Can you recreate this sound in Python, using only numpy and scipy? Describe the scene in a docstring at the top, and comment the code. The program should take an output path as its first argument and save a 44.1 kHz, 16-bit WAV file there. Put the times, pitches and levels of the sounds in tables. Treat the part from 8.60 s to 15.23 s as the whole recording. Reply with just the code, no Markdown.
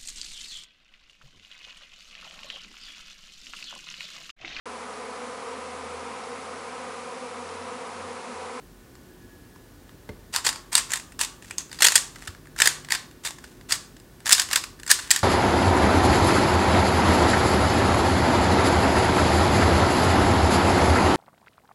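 """Speed cube over a desk

A plastic speed cube, turned fast in the hands over a wooden desk, close to one microphone in a small room.
Each turn is a short scrape of sliding pieces and a volley of clacks as they collide and seat; every clack
is a few milliseconds of rattling contacts in hollow plastic. A hand bumps the desk, the springs in the
core ring faintly, and a fan hums underneath."""
import sys
import numpy as np
from scipy import signal
from scipy.fft import rfft, irfft
from scipy.io import wavfile

SR = 44100
rng = np.random.default_rng(int(sys.argv[2]) if len(sys.argv) > 2 else 0)


def output_pcm(signal):
    """Save a mono or channel-first signal as 16-bit PCM at the path in sys.argv[1].

    Samples are clipped to [-1, 1] before scaling.
    """
    pcm = np.clip(np.atleast_2d(signal).T, -1, 1) * 32767
    wavfile.write(sys.argv[1], SR, np.round(pcm).astype(np.int16))


N = 292383
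TIME = np.arange(N) / SR

# spectrum of the fan's rush of air: f/Hz, relative level/dB
FAN_RUSH = [(15, -26), (25, -5), (53, -2), (70, -2.5), (114, -2), (149, -4.5), (175, -9.5), (256, -4.5),
            (363, -7), (624, -17), (1560, -22.5), (1740, -18), (2000, -25), (9070, -30), (16000, -31)]
# hum lines of the fan: f/Hz, level/dB
FAN_HUM = [(44, -59.5), (183, -64), (258.4, -65.5), (360.7, -63.5), (1480, -71.5)]
# a faint low tone that swells briefly: t/s, level/dB
DRONE_SWELL = [(3.4, -73), (3.8, -54.5), (4.3, -56), (4.7, -67.5)]
# decay of the room: f/Hz, T60/s
ROOM_DECAY = [(200, .35), (800, .55), (2000, .38), (5000, .36), (8000, .33), (15000, .25)]
# the room's tail at the microphone: f/Hz, band level against the direct sound/dB
ROOM_BANDS = [(200, -9.5), (1000, -11), (2000, -13.5), (5000, -11), (7500, -12), (11000, -15), (16000, -24)]
# modes of the wooden desk: f/Hz, relative level/dB, T60/s
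DESK_RESONANCES = [(85.3, 4, 0.11), (130, -2, 0.085), (197, -5, 0.25), (283, 2.5, 0.04), (422, 1.5, 0.089),
                   (490, 0, .04), (593, 1, 0.079), (1084, -5, 0.036), (1410, -1, .03), (2100, 13.5, 0.03)]
# soft bumps of a hand on the desk: t/s, level/dB, corner f/Hz (lower is softer)
HAND_BUMPS = [(1.491, -36, 1550), (3.681, -39.5, 70)]
# springs in the core: t/s, f/Hz, width/Hz, level/dB, T60/s
SPRING_RINGS = [(.49, 1670, 13, -66, 1.2), (0.591, 1690, 15.7, -58.5, 2.3), (2.984, 6380, 730, -38, 0.2)]
# spectrum of sliding plastic: f/Hz, relative level/dB
SCRAPE_SPECTRUM = [(150, -22.5), (500, -16), (1000, 1), (1800, -2.5), (2800, 1), (5000, -0.5), (8000, 1.5),
                   (11000, -7), (16000, -19.5)]
# broad spectrum of a plastic contact: f/Hz, relative level/dB
CONTACT_SPECTRUM = [(100, -21.5), (250, -15.5), (500, -8.5), (900, -7), (1700, -2), (2600, -1), (4500, 1),
                    (6000, 2), (7800, 3), (10000, -1.5), (13000, -6.5), (16000, -16)]
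# resonances of the hollow pieces: f/Hz, width/Hz, strength/dB
SHELL_MODES = [(920, 110, 5), (1200, 260, -8.5), (1620, 240, 3.5), (1840, 240, 5.5), (2780, 270, 1.5),
               (3590, 110, 6), (4570, 290, 0), (4500, 280, -1), (5060, 91, 7.5), (7090, 250, 3.5),
               (8390, 660, 2)]
# turns of a layer; the grip and the pieces that meet colour every clack of the turn: start/s, end/s,
# scrape level/dB, core boom/dB, hollow body/dB, hard edge/dB, struck piece's ring f/Hz, ring strength/dB
LAYER_TURNS = [(1.725, 1.781, -32.5, 0, -1, -2.5, 1020, 9), (1.84, 1.911, -28, -10, 8, 1.5, 4730, 4.5),
               (2.117, 2.218, -28, 11, 1.5, -0.5, 8450, 4.5), (2.292, 2.383, -34.5, 14, 3, 3, 7050, -1.5),
               (2.589, 2.66, -30.5, -10, 2, 1.5, 2773, -4), (2.816, 2.937, -51.5, 4.5, 5, 6.5, 2600, 13),
               (2.976, 3.024, -40, 0, -1.5, 0.5, 6490, 13.5), (3.106, 3.201, -48, -3, -1, -2.5, 4830, -1),
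               (3.194, 3.294, -31.5, 4, 5.5, 1.5, 4240, 1.5), (3.302, 3.41, -33, -6, 4, 2.5, 6930, 0.5),
               (3.553, 3.746, -51, 8, 3.5, -2, 1369, 1), (3.972, 4.101, -30.5, 0, 5.5, 0.5, 1720, 0),
               (4.299, 4.364, -29.5, 13.5, -2, -5, 2010, 5), (4.634, 4.702, -35.5, 3.5, 3, 2, 3800, 3),
               (4.78, 4.993, -58.5, 13.5, 0, -1.5, 1498, -0.5),
               (5.087, 5.169, -30, 8.5, 2.5, 0.5, 4800, 3.5), (5.65, 5.711, -30, 2.5, -1, 1, 1707, 5.5),
               (5.714, 5.739, -18, 9, -7.5, -2.5, 9550, 1.5), (5.757, 5.84, -29, -6, -5.5, -1, 1530, 7),
               (5.9, 5.979, -31, 14, -3, -2.5, 1150, 6), (6.291, 6.328, -22, 13, -3.5, 0.5, 1740, 4),
               (6.336, 6.515, -42.5, 16, -1.5, -4.5, 1547, 0),
               (6.494, 6.586, -31, 19, -4.5, -0.5, 1740, 2.5)]
# pieces colliding and seating: t/s, level/dB, rattle length/ms
SEATING_CLACKS = [(.3527, -47, 2.1), (.9577, -47, 4.3), (1.293, -47, 0.96), (1.7386, -25, 2.1),
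                  (1.7471, -24.5, 2), (1.7616, -14.5, 1.1), (1.7855, -31.5, 1.6), (1.8469, -20.5, 7.6),
                  (1.864, -12, 6.3), (1.8896, -17, 2.3), (1.9277, -31, 2.8), (1.9592, -32, 1.1),
                  (2.1283, -22.5, 4), (2.1522, -7, 2), (2.1672, -24, 2.05), (2.1772, -13, 5),
                  (2.3044, -29.5, 3.4), (2.3185, -22, 1.8), (2.3343, -15.5, 3.8), (2.3577, -28, 2),
                  (2.3718, -27.5, 2.6), (2.3976, -34, 2.8), (2.5204, -42.5, 3.6), (2.592, -26, 1.7),
                  (2.6044, -27, 3.4), (2.611, -14.5, 4), (2.6312, -27, 1.9), (2.6472, -25.5, 2.6),
                  (2.8232, -41, 2.3), (2.846, -43.5, 2.9), (2.9087, -28, 2.5), (2.982, -19, 1.6),
                  (3.1152, -35.5, 1.8), (3.1283, -32.5, 2.2), (3.1876, -30.5, 4.3), (3.2058, -19.5, 3.4),
                  (3.221, -7.5, 3.4), (3.2274, -10, 5), (3.2431, -6, 5), (3.2515, -8.5, 1.6),
                  (3.2634, -10.5, 4.8), (3.2692, -9, 3), (3.2841, -12, 1.3), (3.3198, -17.5, 3.3),
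                  (3.3547, -3.5, 6.1), (3.3789, -17.5, 0.83), (3.557, -36, 5.1), (3.623, -37.5, 0.7),
                  (3.6735, -26.5, 5.2), (3.7487, -42, 1.4), (3.8707, -44, 1.8), (3.962, -35, 3.6),
                  (3.9881, -25, 1.5), (4.001, -12, 4.4), (4.0185, -6, 2.4), (4.0556, -11, 5.7),
                  (4.073, -7, 2.1), (4.247, -37, 2.3), (4.2866, -33.5, 1.7), (4.305, -21.5, 2.6),
                  (4.321, -12.5, 1.8), (4.3486, -20, 4.2), (4.6485, -22, 7.4), (4.6614, -24.5, 4.5),
                  (4.6718, -25, 2.8), (4.707, -31, 1), (4.7845, -40, 3.3), (4.8396, -36.5, 4.2),
                  (5.1082, -23, 1.95), (5.1212, -11.5, 3.9), (5.3657, -44.5, 2.5), (5.6582, -24.5, 1.03),
                  (5.6661, -21, 1.4), (5.6754, -21.5, 3.2), (5.6928, -14, 2.2), (5.7068, -15.5, 1.9),
                  (5.7119, -13, 3.8), (5.7229, -7, 0.87), (5.727, -2.5, 3.1), (5.7488, -19, 2.3),
                  (5.781, -22, 2), (5.7961, -11, 3.1), (5.8184, -23, 1.3), (5.8876, -32.5, 2.4),
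                  (5.9117, -23, 2), (5.93, -14, 3.9), (5.958, -9.5, 3.7), (5.9701, -20.5, 8),
                  (6.038, -26, 3.5), (6.1979, -39, 2.9), (6.2326, -33.5, 1.1), (6.2638, -30.5, 2.2),
                  (6.276, -25, 5.7), (6.2995, -8.5, 11.6), (6.3133, -3, 2.25), (6.3882, -26, 7.4),
                  (6.5054, -11.5, 2.7), (6.5105, -5, 4.1), (6.5614, -15.5, 1.5), (6.5904, -28, 1.6)]


def undb(db):
    """Decibels to gain."""
    return 10 ** (np.asarray(db) / 20)


def unit(x):
    """Scale to rms 1."""
    return x / np.sqrt(np.mean(x ** 2) + 1e-20)


def add(out, s, x):
    """Mix x into out from time s on."""
    i = min(max(int(s * SR), 0), N)
    out[i:i + len(x)] += x[:N - i]


def curve(points, hz):
    """Join (f/Hz, value) points on a log-frequency axis."""
    f, value = np.transpose(points)
    return np.interp(np.log(hz + 1), np.log(f), value)


def bins(x):
    """Frequencies of the spectrum of x."""
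    return np.fft.rfftfreq(len(x), 1 / SR)


def resonance(hz, centre, width, db):
    """Power spectrum of one resonance."""
    return undb(db) ** 2 / (1 + (2 * (hz - centre) / width) ** 2)


def causal(db):
    """Frequency response with these gains that starts at the blow and only rings afterwards."""
    cepstrum = irfft(np.log(undb(db)))
    half = len(cepstrum) // 2
    cepstrum[1:half] *= 2
    cepstrum[half + 1:] = 0
    return np.exp(rfft(cepstrum))


def wavering(hz, waver, count=40):
    """A tone that wanders in level and phase."""
    knots = np.linspace(0, TIME[-1], count)
    drift = np.interp(TIME, knots, rng.standard_normal(count) + 1j * rng.standard_normal(count))
    return unit(np.real((1 + waver * drift) * np.exp(2j * np.pi * hz * TIME)))


def fan(rush_db=-50, drone_hz=149):
    """The room tone: a low rush of air with faint hiss, hum lines and a tone that swells briefly."""
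    air = irfft(rfft(rng.standard_normal(N)) * undb(curve(FAN_RUSH, bins(TIME))), N)
    hum = sum(undb(db) * wavering(hz, waver=0.33) for hz, db in FAN_HUM)
    drone = undb(np.interp(TIME, *np.transpose(DRONE_SWELL))) * wavering(drone_hz, waver=.15)
    return undb(rush_db) * unit(air) + hum + drone


def echoes(first_s=0.0081, build_s=0.0039, ring_hz=1123, ring_width_hz=130, ring_t60=0.52, ring_db=-29.5):
    """Diffuse response of a small furnished room: the treble dies first, one resonance rings hollow."""
    t = TIME[:SR * 2 // 3]
    hz, noise = bins(t), rfft(rng.standard_normal(len(t)))
    centres = np.geomspace(125, 16000, 8)
    onset = 1 - np.exp(-np.maximum(t - first_s, 0) / build_s)
    tail = 0
    for centre, share in zip(centres, np.eye(len(centres))):
        band = irfft(noise * curve(np.c_[centres, share], hz), len(t))
        fade = onset * undb(-60 * t / curve(ROOM_DECAY, centre))
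        tail = tail + band * fade / np.linalg.norm(fade) * undb(curve(ROOM_BANDS, centre))
    ring = irfft(noise * resonance(hz, ring_hz, ring_width_hz, 0), len(t)) * undb(-60 * t / ring_t60)
    return tail + undb(ring_db) * ring / np.linalg.norm(ring)


def room(x, stretches=12):
    """The hands keep moving the cube, so each stretch of time meets another pattern of echoes."""
    out = np.zeros(N)
    for part in np.array_split(np.arange(N), stretches):
        add(out, TIME[part[0]], signal.fftconvolve(x[part], echoes()))
    return out


def desk_bumps(skin_db=-4, skin_s=0.0096, tick_db=-9, tick_s=0.0053):
    """A hand drives the desk's modes, with a pat of skin and a tick; a softer push leaves only the lows."""
    out, t = np.zeros(N), TIME[:SR // 3]
    for s, db, corner_hz in HAND_BUMPS:
        wood = 0
        for f, mode_db, t60 in DESK_RESONANCES:
            fade = undb(mode_db - 60 * t / t60) / (1 + (f / corner_hz) ** 2)
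            wood = wood + rng.choice([-1, 1]) * fade * np.sin(2 * np.pi * f * t)
        wood *= 1 - np.exp(-t / .002)
        noise = rfft(rng.standard_normal(len(t)))
        softness = 1 + bins(t) / corner_hz
        skin = undb(skin_db) * unit(irfft(noise / softness ** 2, len(t))) * np.exp(-t / skin_s)
        tick = undb(tick_db) * unit(irfft(noise / softness, len(t))) * np.exp(-t / tick_s)
        add(out, s, undb(db) * (wood / wood[:SR // 40].std() + skin + tick))
    return out


def springs(rise_s=0.0062):
    """A plucked spring in the core rings in a cluster of close tones."""
    out, t = np.zeros(N), TIME[:SR]
    for s, hz, width, db, t60 in SPRING_RINGS:
        tones = hz + width * (rng.random((16, 1)) - .5)
        ring = np.sin(2 * np.pi * (tones * t + rng.random(tones.shape))).sum(0)
        add(out, s, undb(db - 60 * t / t60) * unit(ring) * (1 - np.exp(-t / rise_s)))
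    return out


def contacts(n, per_second, spread_db):
    """Tiny impacts at random moments, of unequal force."""
    hits = (rng.random(n) < per_second / SR) * rng.choice([-1, 1], n)
    return hits * undb(spread_db * rng.standard_normal(n))


def turn_speed(share):
    """Speed of a layer, 0-1, at this share of its turn: it speeds up, then slows down."""
    return np.abs(np.sin(np.pi * np.clip(share, 0, 1))) ** 0.65


def scrapes(size=16384, core_hz=1750, core_width_hz=550):
    """Pieces catch and slip on each other while a layer turns, and the hollow core answers."""
    out, t = np.zeros(N), TIME[:size]
    hz = bins(t)
    for start, end, db, core_db, *_ in LAYER_TURNS:
        # a gentle nudge slips in a light rustle, a hard flick in a dense scrape
        rate = 700 + 6300 * undb(min(db + 24, 0))
        slips = rfft(contacts(size, per_second=rate, spread_db=5))
        core = 10 * np.log10(3.5 + resonance(hz, core_hz, core_width_hz, core_db))
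        scrape = unit(irfft(slips * causal(curve(SCRAPE_SPECTRUM, hz) + core)))
        add(out, start, undb(db) * turn_speed(t / (end - start)) * scrape)
    return out


def moments(start, end, per_second, count=64):
    """Unevenly spaced ticks: rows of t/s, level offset/dB."""
    times = start + np.cumsum(rng.uniform(.3, 1.7, count)) / per_second
    offsets_db = rng.uniform(-1.7, 1.7, count)
    return [(s, db) for s, db in zip(times, offsets_db) if s < end]


def loose_ticks(per_second=40, over_scrape_db=-0.5, rattle_ms=1.9):
    """Loose pieces tick during a turn, louder with its speed: rows of t/s, level/dB, rattle length/ms."""
    rows = []
    for start, end, scrape_db, *_ in LAYER_TURNS:
        for s, offset_db in moments(start, end, per_second):
            speed_db = 20 * np.log10(turn_speed((s - start) / (end - start)))
            rows.append((s, scrape_db + over_scrape_db + speed_db + offset_db, rattle_ms))
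    return rows


def fidgets(start_s=2.5, per_second=6.6, db=-47, rattle_ms=1.9):
    """The fingers shift the cube and it ticks faintly: rows of t/s, level/dB, rattle length/ms."""
    return [(s, db + offset_db, rattle_ms) for s, offset_db in moments(start_s, N / SR, per_second)]


def grip(s):
    """Colour of the turn nearest to time s: body/dB, edge/dB, ring f/Hz, ring strength/dB."""
    return min(LAYER_TURNS, key=lambda turn: max(turn[0] - s, s - turn[1]))[4:]


def shells(hz, detune=0.04, scatter_db=2.0):
    """Resonances of the hollow pieces in dB; each clack finds them a little different."""
    f, width, db = np.transpose(SHELL_MODES)[:, :, None]
    f = f * (1 + detune * rng.standard_normal(f.shape))
    db = db + scatter_db * rng.standard_normal(db.shape)
    return 10 * np.log10(0.5 + resonance(hz, f, width, db).sum(0))


def rattle(t, ms, chatter_db=-15, chatter_s=0.023):
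    """A collision is a burst of contacts, then a weaker chatter of the neighbouring pieces."""
    age = t * 1000 / ms
    burst = (2 * np.e * age * np.exp(-2 * age)) ** 0.92
    chatter = undb(chatter_db) * np.exp(-t / chatter_s)
    return (burst + chatter) * contacts(len(t), per_second=18000, spread_db=2)


def clacks(collisions, size=2048, gauge_s=0.0034, firm_db=-16, body_db_per_db=0.27):
    """Collisions ring the shells. Returns the sound straight to the microphone and that into the room."""
    direct, around, t = np.zeros(N), np.zeros(N), TIME[:size]
    hz = bins(t)
    body = 1 / (1 + (hz / 2500) ** 4)
    edge = curve([(4800, 0), (6800, 1), (9500, 1), (16000, .3)], hz)
    knock = curve([(300, .3), (600, 1), (1150, 1), (1500, 0)], hz)
    for s, db, ms in collisions:
        body_db, edge_db, ring_hz, ring_db = grip(s)
        # a gentler collision is a longer push, so more of it goes into the hollow body and the low knock
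        body_db += body_db_per_db * (firm_db - db)
        knock_db = np.interp(db, [-18, -8], [1, -3])
        broad = curve(CONTACT_SPECTRUM, hz) + body_db * body + edge_db * edge + knock_db * knock
        force = rfft(rattle(t, ms))
        modes = shells(hz)
        ring = 10 * np.log10(0.5 + resonance(hz, ring_hz, width=400, db=ring_db))
        gain = undb(db) * np.sqrt(gauge_s * SR / size)  # level is the clack's energy spread over gauge_s
        add(direct, s, gain * unit(irfft(force * causal(broad + modes + ring))))
        # summed over all directions, the peaks and notches of a clack even out
        add(around, s, gain * unit(irfft(causal(broad + 0.36 * modes + 0.64 * ring))))
    return direct, around


def scene():
    """Cube and desk close to the microphone, the small room and the fan behind them, in mono."""
    direct, around = clacks(list(SEATING_CLACKS) + loose_ticks() + fidgets())
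    handling = scrapes() + desk_bumps()
    return (direct + handling + room(around + handling) + springs() + fan())[None]


def record(dry, low_cut_hz=36, top_hz=15800):
    """The microphone drops the deepest rumble, the hardest clacks hit full scale, the top is cut."""
    low_cut = signal.butter(6, low_cut_hz, "highpass", fs=SR, output="sos")
    top_cut = signal.ellip(10, .2, 70, top_hz, fs=SR, output="sos")
    clipped = np.clip(signal.sosfilt(low_cut, dry), -1, 1)
    return signal.sosfilt(top_cut, clipped)


dry = scene()
out = record(dry)
output_pcm(out)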